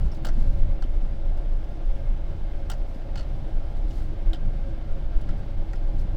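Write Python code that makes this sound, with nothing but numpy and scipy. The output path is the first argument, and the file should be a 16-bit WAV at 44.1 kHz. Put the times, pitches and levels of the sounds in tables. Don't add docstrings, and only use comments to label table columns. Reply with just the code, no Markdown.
import sys
import numpy as np
from scipy import signal
from scipy.fft import rfft, irfft
from scipy.io import wavfile
from scipy.ndimage import uniform_filter1d

SR = 44100
rng = np.random.default_rng(int(sys.argv[2]) if len(sys.argv) > 2 else 0)


def transcribe(signal):
    frames = np.atleast_2d(signal).T
    limited = np.clip(frames, -1, 1)
    pcm = np.round(limited * 32767).astype(np.int16)
    wavfile.write(sys.argv[1], SR, pcm)


def gain_from_db(level_db):
    decades = np.asarray(level_db, float) / 20
    return 10 ** decades


N = 271897


def white():
    return rng.standard_normal(N)


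def rms_one(x):
    return x / np.sqrt(np.mean(x ** 2) + 1e-20)


def in_time(rows):
    s, *columns = np.transpose(rows)
    return [np.interp(np.arange(N) / SR, s, column) for column in columns]


def drift(rate):
    r = np.exp(-80 * np.pi * rate / SR)
    coarse = rng.standard_normal(N // 40 + 2002)
    slow = signal.lfilter([1], [1, -2 * r, r * r], coarse)[2000:]
    return np.interp(np.arange(N) / 40, np.arange(len(slow)), rms_one(slow))


def swells_db(rows, rest_db):
    t = np.arange(N) / SR
    power = gain_from_db(2 * rest_db)
    for s, half_s, db in rows:
        power = power + gain_from_db(2 * db) * np.exp(-2 * ((t - s) / half_s) ** 2)
    return 10 * np.log10(power)


def resonance(x, hz, width_hz):
    r = np.exp(-np.pi * width_hz / SR)
    top = np.array([1, 0, -1]) * (1 - r * r) / 2
    return signal.lfilter(top, [1, -2 * r * np.cos(2 * np.pi * hz / SR), r * r], x)


def twice_resonance(x, hz, width_hz):
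    return resonance(resonance(x, hz, width_hz), hz, width_hz)


def coloured(spectrum, source):
    hz = np.arange(N // 2 + 1) * SR / N + .1
    points_hz, points_db = np.transpose(spectrum)
    gain_db = np.interp(np.log(hz), np.log(points_hz), points_db)
    return irfft(rfft(source) * gain_from_db(gain_db), N)


def levelled(x, window_s, share):
    power = uniform_filter1d(rms_one(x) ** 2, int(window_s * SR))
    power = uniform_filter1d(power, size=600)
    return rms_one(x / (power + 0.011) ** (share / 2))


def gravel(per_s, spread_db):
    sizes = gain_from_db(spread_db * np.minimum(rng.exponential(1, N), 4)) * rng.choice([-1, 1], N)
    return rms_one(sizes * (rng.random(N) < per_s / SR))


def place(out, s, sound):
    start = round(s * SR)
    out[start:start + len(sound)] += sound


# (time [s], level over the mean [dB])
ROUGHNESS = [(0, 6.5), (.14, 2.5), (.26, 2), (.5, 5), (.8, -1), (1.0, -4), (1.4, -0.5), (1.9, -1.5),
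             (2.1, 0.5), (2.75, 0.5), (2.95, -4), (3.15, 3), (3.8, -0.5), (4.5, 3), (4.85, 0), (5.3, 3.5),
             (5.55, -0.5), (6.17, 1.5)]
# (centre [s], half length [s], level [dB])
BOOM_SWELLS = [(.05, 0.046, -20), (.3, 0.074, -18), (.4, 0.046, -15), (.5, 0.05, -12.5), (.64, 0.067, -13.5),
               (.76, 0.078, -19.5), (.97, 0.2, -19.5), (1.29, 0.08, -19), (1.385, 0.018, -15), (1.53, 0.059, -17),
               (1.9, 0.071, -17.5), (2.11, 0.039, -16), (2.26, 0.047, -25), (2.48, 0.12, -23.5),
               (2.82, 0.043, -22), (3.12, 0.078, -44), (3.3, 0.079, -28.5), (3.57, 0.044, -19),
               (3.83, 0.098, -21), (4.02, 0.11, -26), (4.28, 0.051, -16), (4.465, 0.032, -15.5),
               (4.6, 0.092, -28), (4.935, 0.03, -16.5), (5.07, 0.048, -23.5), (5.17, 0.02, -13.5),
               (5.3, 0.035, -19), (5.59, 0.04, -19), (5.95, 0.21, -20.5), (6.16, 0.033, -22)]
# (centre [s], half length [s], level change [dB])
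FLOOR_SURGES = [(.05, 0.096, 2.5), (0.545, .15, 2), (1.12, 0.089, 4.5), (1.72, .07, 1.5), (1.9, 0.057, -4),
                (2.547, .1, -4), (2.97, 0.092, -0.5), (3.406, 0.037, 3), (3.93, 0.073, 3.5), (4.254, 0.073, -5),
                (4.751, 0.073, 1), (5.176, 0.07, -2), (5.45, 0.043, 2), (6.03, .05, 4)]


def ground():
    rough_db, = in_time(ROUGHNESS)
    rest_db = -27 + 0.49 * rough_db
    boom_db = swells_db(BOOM_SWELLS, rest_db)
    t = np.arange(N) / SR
    surge_db = sum(db * np.exp(-((t - s) / half_s) ** 2) for s, half_s, db in FLOOR_SURGES)
    thud_db = -35.5 + rough_db + surge_db + 0.17 * (boom_db - rest_db)
    roar_db = -46 + 0.17 * rough_db
    return boom_db, thud_db, roar_db


# (frequency [Hz], level per Hz [dB])
BOOM = [(3, -31), (7, -3), (14, -1), (24, 9), (33, 1.5), (42, -12.5), (60, -21), (80, -55), (130, -120)]


def springs(boom_db):
    return gain_from_db(boom_db) * levelled(coloured(BOOM, white()), window_s=.08, share=.85)


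# (frequency [Hz], level per Hz [dB])
THUD = [(26, -38), (45, 4.5), (64, -2), (92, -10), (103, -11.5), (150, -16), (200, -17), (280, -23.5),
        (360, -64), (620, -120)]


def floor_pan(thud_db):
    thud = levelled(coloured(THUD, white()), window_s=0.068, share=0.23)
    thud = thud + 0.99 * resonance(thud, hz=127.5, width_hz=25.6)
    return gain_from_db(thud_db) * rms_one(thud)


# (time [s], frequency [Hz], level [dB])
ENGINE = [(0, 82.9, -67), (.5, 78.96, -33), (1.1, 76, -48.5), (2, 80.6, -42), (2.7, 83.46, -42.5),
          (3.3, 92.5, -64), (3.7, 91.1, -42.5), (4.2, 90.9, -40), (4.8, 90.86, -60), (5.4, 92.5, -41),
          (6.17, 92.3, -37.5)]


def engine():
    hz, level_db = in_time(ENGINE)
    turn = 2 * np.pi * np.cumsum(hz * (1 + 0.01225 * drift(5.1))) / SR
    orders = np.sin(turn) + gain_from_db(-15) * np.sin(2 * turn)
    return np.sqrt(2) * gain_from_db(level_db + 3.5 * drift(6.6)) * orders


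def closing_fade():
    left_s = (N - np.arange(N)) / SR
    return np.sin(np.pi / 2 * np.clip(left_s / .03, 0, 1))


# (frequency [Hz], width [Hz], lift [dB])
CAB = [(316.7, 20, 5), (542.6, 14, 4), (569, 36, 0.5), (710, 45, 3.5), (817, 62, 7), (1388, 80, 3.5),
       (1588, 48, 6.5), (1976, 41, -7), (2133, 71, 5.5), (3070, 24, 4.5), (4450, 160, 3.5), (4750, 91, 4.5)]


def through_cab(x):
    for hz, width_hz, lift_db in CAB:
        x = x + (gain_from_db(lift_db + 1.28 * drift(1.95)) - 1) * resonance(x, hz, width_hz)
    return x


# (frequency [Hz], level per Hz [dB])
ROAR = [(140, -40), (240, -7), (288, -4.5), (320, -1.5), (356, -3), (490, -9), (553, -4.5), (605, -4.5),
        (807, -14), (1080, -17), (1600, -22), (1950, -22.5), (2160, -24), (3570, -26), (9000, -54),
        (11700, -89), (19800, -120)]
# (centre [s], half length [s], level over the roar [dB])
HUMS = [
    (.85, 1, -6),
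    (2.4, .3, -26),
    (4.1, 0.19, 0),
    (4.75, 1, -7.5),
    (6.1, 0.32, -14),
]


def roar(roar_db):
    tread = white() + 0.37 * gravel(per_s=1500, spread_db=2.5)
    rush = rms_one(through_cab(coloured(ROAR, tread * gain_from_db(0.68 * drift(25)))))
    drone = rms_one(twice_resonance(white(), hz=322, width_hz=18))
    return gain_from_db(roar_db) * (rush + gain_from_db(swells_db(HUMS, rest_db=-27)) * drone)


def dashboard():
    mode = twice_resonance(white(), hz=554, width_hz=42)
    return gain_from_db(-55.5 + 2.0 * drift(3.0)) * levelled(mode, window_s=.02, share=0.66)


# (frequency [Hz], level per Hz [dB])
HISS = [(2940, -27), (5000, -1.5), (6600, -9), (8670, -11.5), (9730, -13.5), (16400, -17.5), (17500, -26.5)]


def microphone_hiss():
    return gain_from_db(-72) * rms_one(coloured(HISS, white() * gain_from_db(0.98 * drift(11))))


# (centre [s], half length [s], level [dB])
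RUSTLE = [(0.055, 0.049, -66), (0.157, 0.025, -66), (0.41, .07, -64), (0.56, 0.088, -68.5),
          (2.947, 0.071, -70), (3.725, 0.017, -70), (3.78, 0.029, -69), (3.894, .015, -63.5),
          (3.962, 0.048, -62), (4.035, .035, -67), (4.079, 0.018, -71), (5.386, 0.021, -70),
          (6.001, 0.017, -63), (6.147, 0.052, -83)]
# (frequency [Hz], level per Hz [dB])
CLOTH = [(2350, -29), (4000, -1), (5830, -7.5), (7420, -10), (9440, -14), (13600, -17), (17500, -19)]


def cloth_rustle():
    t = np.arange(N) / SR
    swells = sum(gain_from_db(db) * np.exp(-((t - s) / half_s) ** 4) for s, half_s, db in RUSTLE)
    grains = white() * gain_from_db(2.3 * drift(60)) + .4 * gravel(per_s=2300, spread_db=8.0)
    return swells * rms_one(coloured(CLOTH, grains))


def body(x, modes):
    return sum(gain_from_db(db) * resonance(x, hz, width_hz) * (-1) ** k for k, (hz, width_hz, db) in enumerate(modes))


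# (frequency [Hz], width [Hz], level [dB])
TRIM = [(2520, 72, 2), (2900, 390, 2.5), (3710, 510, 0.5), (4450, 370, 0.5), (5000, 420, 3.5),
        (5530, 2250, -3.5)]
# (frequency [Hz], width [Hz], level [dB])
PANEL = [(580, 97, -4.5), (716, 125, 2.5), (997, 75, -3.5), (1367, 76, 4.5), (1660, 230, -5),
         (1920, 98, -1.5), (2220, 170, -14)]


def trim(contacts, t60, ring_width_hz, dull_hz, trim_db):
    out, t = np.zeros(N + 8192), np.arange(8192) / SR
    dull = signal.butter(2, dull_hz, fs=SR, output="sos")
    broad = signal.butter(2, [600, 2700], "band", fs=SR, output="sos")
    edge = signal.butter(2, 5800, "high", fs=SR, output="sos")
    for s, peak_db, ring_hz, body_db, edge_db, ring_db in contacts:
        fading = gain_from_db(-60 * t / t60) + gain_from_db(-14.0 - 60 * t / 0.13)
        burst = rng.standard_normal(8192) * fading
        burst[10:13] += [1.2, 2.2, 0.9]
        hit = gain_from_db(trim_db) * signal.sosfilt(dull, body(burst, TRIM))
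        hit += gain_from_db(ring_db + 6.0) * resonance(burst, ring_hz, ring_width_hz)
        hit += gain_from_db(body_db + 12.5) * (body(burst, PANEL) + 0.073 * signal.sosfilt(broad, burst))
        hit += gain_from_db(body_db + 7) * signal.sosfilt(broad, np.arange(8192) == 11)
        bright = signal.sosfilt(edge, burst)
        hit += gain_from_db(edge_db) * (0.6 * bright + 1.56 * resonance(bright, hz=7300, width_hz=870))
        place(out, s, gain_from_db(peak_db - 3.0) * hit)
    return out[:N]


# (time [s], peak [dB], ring [Hz], ring level [dB])
TICKS = [(0.055, -57, 4170, 2), (0.1166, -55, 5400, 18.5), (0.1294, -56, 5370, -3), (0.2944, -56, 4380, 0),
         (0.3335, -52, 4200, 4), (1.3734, -52, 4950, -2), (1.6404, -55, 4387, -1), (2.9445, -54, 4840, 5),
         (3.7653, -55, 5100, 4), (5.212, -50, 5370, 2), (5.757, -52, 5130, 0), (5.998, -55, 5297, 0),
         (6.0687, -58, 4170, -5)]
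# (time [s], peak [dB], ring [Hz], panel level [dB], bright edge [dB])
RATTLES = [
    (0.248, -35, 4870, -1, -7),
    (0.2685, -35, 4930, -3, -12),
    (0.2866, -39, 5670, 5, -18),
    (0.824, -43.5, 5300, 2, -15),
    (2.715, -35.5, 4850, -0.5, -15),
    (2.7344, -45, 4440, 2, -11),
    (3.908, -43, 4450, -21, -23),
    (5.2889, -48, 5000, 10, -28),
    (5.7325, -46.5, 4610, 9.5, -14),
]
# (time [s], peak [dB], ring level [dB])
CHATTER = [
    (3.1571, -38.5, -6),
    (3.174, -43, 0),
    (3.1787, -40, -5),
    (3.1894, -44, -3),
    (3.1961, -43, 1),
    (3.2075, -43, -3),
    (3.2284, -50, 0),
]


def thin_trim():
    clip_hz = 4450
    contacts = [(*row, -16) for row in RATTLES]
    contacts += [(s, db, clip_hz, -0.5, -21, ring_db) for s, db, ring_db in CHATTER]
    for s, db, hz, ring_db in TICKS:
        thinner_db = 20 * np.log2(hz / clip_hz)
        contacts.append((s, db, hz, -7 - .4 * thinner_db, -14.5 + thinner_db, ring_db))
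    return trim(sorted(contacts), t60=0.049, ring_width_hz=200, dull_hz=7200, trim_db=3.0)


# (time [s], frequency [Hz], peak [dB])
TINKLES = [(.117, 10600, -66), (.126, 5350, -55), (.133, 9000, -67), (.228, 14050, -65), (.252, 14050, -49),
           (.254, 16600, -50), (0.269, 16600, -62), (.333, 16400, -64), (.333, 10400, -66),
           (.44, 13000, -73), (.824, 14050, -66), (2.699, 16700, -56), (2.708, 16750, -54),
           (2.7135, 16950, -60), (2.781, 16600, -62), (3.163, 16700, -60), (3.178, 8550, -60),
           (3.217, 14100, -72), (4.333, 16600, -62), (5.212, 9700, -63), (5.735, 16570, -68)]


def tinkles():
    out, t = np.zeros(N + 8192), np.arange(8192) / SR
    beating = 1 + 0.37 * np.sin(2 * np.pi * 90 * t)
    shape = (1 - np.exp(-t / .001)) * gain_from_db(-60 * t / 0.039) * beating
    for s, hz, peak_db in TINKLES:
        place(out, s, gain_from_db(peak_db) * shape * np.sin(2 * np.pi * hz * t))
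    return out[:N]


def strike_mode(out, s, hz, peak_db, t60):
    t = np.arange(2048) / SR
    shape = gain_from_db(peak_db + 1 - 60 * t / t60) * (1 - np.exp(-t / 0.00034))
    place(out, s, shape * np.sin(2 * np.pi * hz * t))


# (frequency [Hz], time to fall 60 dB [s])
SNAP_MODES = [
    (1500, 0.0073),
    (3050, 0.01),
    (4650, 0.011),
    (7600, 0.0066),
]
# (time [s], then the peak of each stiff mode, low to high [dB])
SNAPS = [(.248, -26, -33, -50, -36), (0.252, -36, -45, -44, -51), (.2575, -50, -52, -41, -55),
         (0.2647, -46, -42, -39, -60), (0.268, -27, -46, -39, -54), (0.286, -32, -50, -40, -50),
         (0.2912, -33, -48, -50, -56), (0.8234, -32.5, -58, -41, -60), (.838, -64, -53, -64, -70),
         (2.6993, -28, -50, -39, -41), (2.7008, -43, -45, -41, -38), (2.7152, -34, -56, -41, -48),
         (2.7205, -42, -48, -40, -52), (2.7255, -48, -53, -45, -54), (3.1565, -32, -41, -56, -46),
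         (3.1606, -37, -48, -52, -56), (3.173, -50, -48, -58, -56), (3.1794, -48, -45, -58, -54),
         (3.194, -48, -48, -58, -58), (3.2085, -48, -54, -60, -62), (4.3329, -36, -60, -54, -56),
         (4.346, -47, -40, -58, -60), (5.2894, -40, -47, -53, -64), (5.732, -42, -49, -49, -54),
         (5.7391, -48, -56, -60, -62), (5.9953, -58, -60, -60, -60)]
# (time [s], frequency [Hz], peak [dB])
PINGS = [(0.249, 4870, -39), (.2532, 4950, -42), (.2568, 3050, -41), (0.253, 1350, -30), (0.275, 3100, -46),
         (.2905, 6000, -48), (.8385, 3060, -40), (2.7195, 4800, -41), (2.719, 1790, -42),
         (5.761, 4100, -53), (5.7575, 5125, -53), (.2693, 5140, -37), (.2868, 5900, -43),
         (.2945, 5400, -50), (.8235, 5760, -48), (.829, 5000, -50), (.8235, 3100, -50), (2.6988, 3240, -34),
         (2.6995, 8300, -40), (2.7175, 7800, -45), (2.7245, 6300, -50), (2.7245, 3300, -51),
         (2.7385, 6800, -52), (2.7045, 5870, -42), (2.7037, 1100, -40), (2.711, 3530, -45),
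         (2.7345, 5600, -47), (3.1564, 4440, -39), (3.157, 1950, -42), (3.1732, 4430, -40),
         (3.1772, 4400, -36), (3.1785, 8400, -53), (3.183, 4470, -43), (3.1915, 4600, -45),
         (3.1945, 4400, -39), (3.2, 4370, -43), (3.2085, 4460, -43), (3.2165, 4350, -50),
         (3.229, 4200, -56), (3.174, 7300, -52), (3.19, 6500, -54), (3.197, 7000, -57), (4.3325, 3780, -34),
         (4.332, 3100, -35), (4.3348, 2980, -40), (4.3415, 3350, -45), (4.349, 3600, -48),
         (4.358, 3150, -50), (4.3355, 4450, -41), (4.3465, 1600, -41), (4.333, 8110, -50),
         (4.334, 7400, -54), (4.338, 3820, -46), (4.336, 1090, -44), (5.2925, 5000, -53), (5.3, 3200, -49),
         (5.7335, 2510, -46), (5.9945, 4950, -51), (5.997, 5400, -51), (5.997, 6870, -54)]


def snaps():
    out = np.zeros(N + 2048)
    for s, hz, db in PINGS:
        strike_mode(out, s, hz, db, t60=0.014)
    detunes = rng.normal(1, 0.036, (len(SNAPS), len(SNAP_MODES)))
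    for (s, *peaks_db), detune in zip(SNAPS, detunes):
        for (hz, t60), db, off in zip(SNAP_MODES, peaks_db, detune):
            strike_mode(out, s, hz * off, db, t60)
    return out[:N]


# (time [s], peak [dB], frequency [Hz])
PANEL_HITS = [(.249, -28.5, 805), (.2682, -25.5, 550), (.272, -31, 790), (.2895, -30, 660),
              (.8235, -37, 785), (2.7005, -28, 760), (2.7195, -30, 740), (2.7375, -31, 765),
              (3.157, -29.5, 775), (3.179, -38, 720), (4.3325, -38, 716), (5.7323, -35, 770)]


def landings():
    out, t = np.zeros(N + 4096), np.arange(4096) / SR
    shape = (1 - np.exp(-(t / 0.0031) ** 2)) * gain_from_db(-60 * t / 0.016)
    for s, peak_db, hz in PANEL_HITS:
        place(out, s, gain_from_db(peak_db + 9) * shape * np.sin(2 * np.pi * hz * t))
    return out[:N]


# (time [s], peak [dB], ring [Hz], panel level [dB], bright edge [dB])
KNOCKS = [
    (0.2532, -35, 3070, -7, -18),
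    (0.838, -50, 3350, -12, -22),
    (2.699, -31, 3060, -6, -7),
    (2.7034, -41, 2900, 1, -13),
    (4.3325, -39, 3400, 1.5, -9),
    (4.3444, -39, 3120, -8, -36),
    (4.3567, -48, 3300, 1, -22),
    (5.3085, -47.5, 3250, 2, -20),
]


def thick_trim():
    contacts = [(*row, 1.5) for row in KNOCKS]
    return trim(contacts, t60=0.042, ring_width_hz=290, dull_hz=4600, trim_db=4.0)


# (time [s], peak [dB], frequency [Hz])
THUMPS = [
    (0.377, -20, 236),
    (0.848, -22, 285),
    (1.032, -26, 247),
    (2.959, -23.5, 226),
    (4.342, -32, 272),
]


def thumps():
    out, t = np.zeros(N + 8192), np.arange(8192) / SR
    shape = (1 - np.exp(-t / 0.0021)) * gain_from_db(-60 * t / 0.032)
    for s, peak_db, hz in THUMPS:
        place(out, s, gain_from_db(peak_db) * shape * np.sin(2 * np.pi * hz * t))
    return out[:N]


def scene():
    boom_db, thud_db, roar_db = ground()
    mix = closing_fade() * (springs(boom_db) + floor_pan(thud_db) + engine())
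    mix += roar(roar_db) + dashboard()
    mix += microphone_hiss() + cloth_rustle()
    mix += thin_trim() + tinkles() + snaps()
    mix += landings() + thick_trim() + thumps()
    return mix[None]


def roll_off(x):
    return signal.sosfilt(signal.butter(12, 18220, fs=SR, output="sos"), x)


def record(dry):
    top_cut = signal.ellip(12, .5, 60, 17150, fs=SR, output="sos")
    cut = signal.sosfilt(top_cut, dry)
    return roll_off(cut)


dry = scene()
out = record(dry)
transcribe(out)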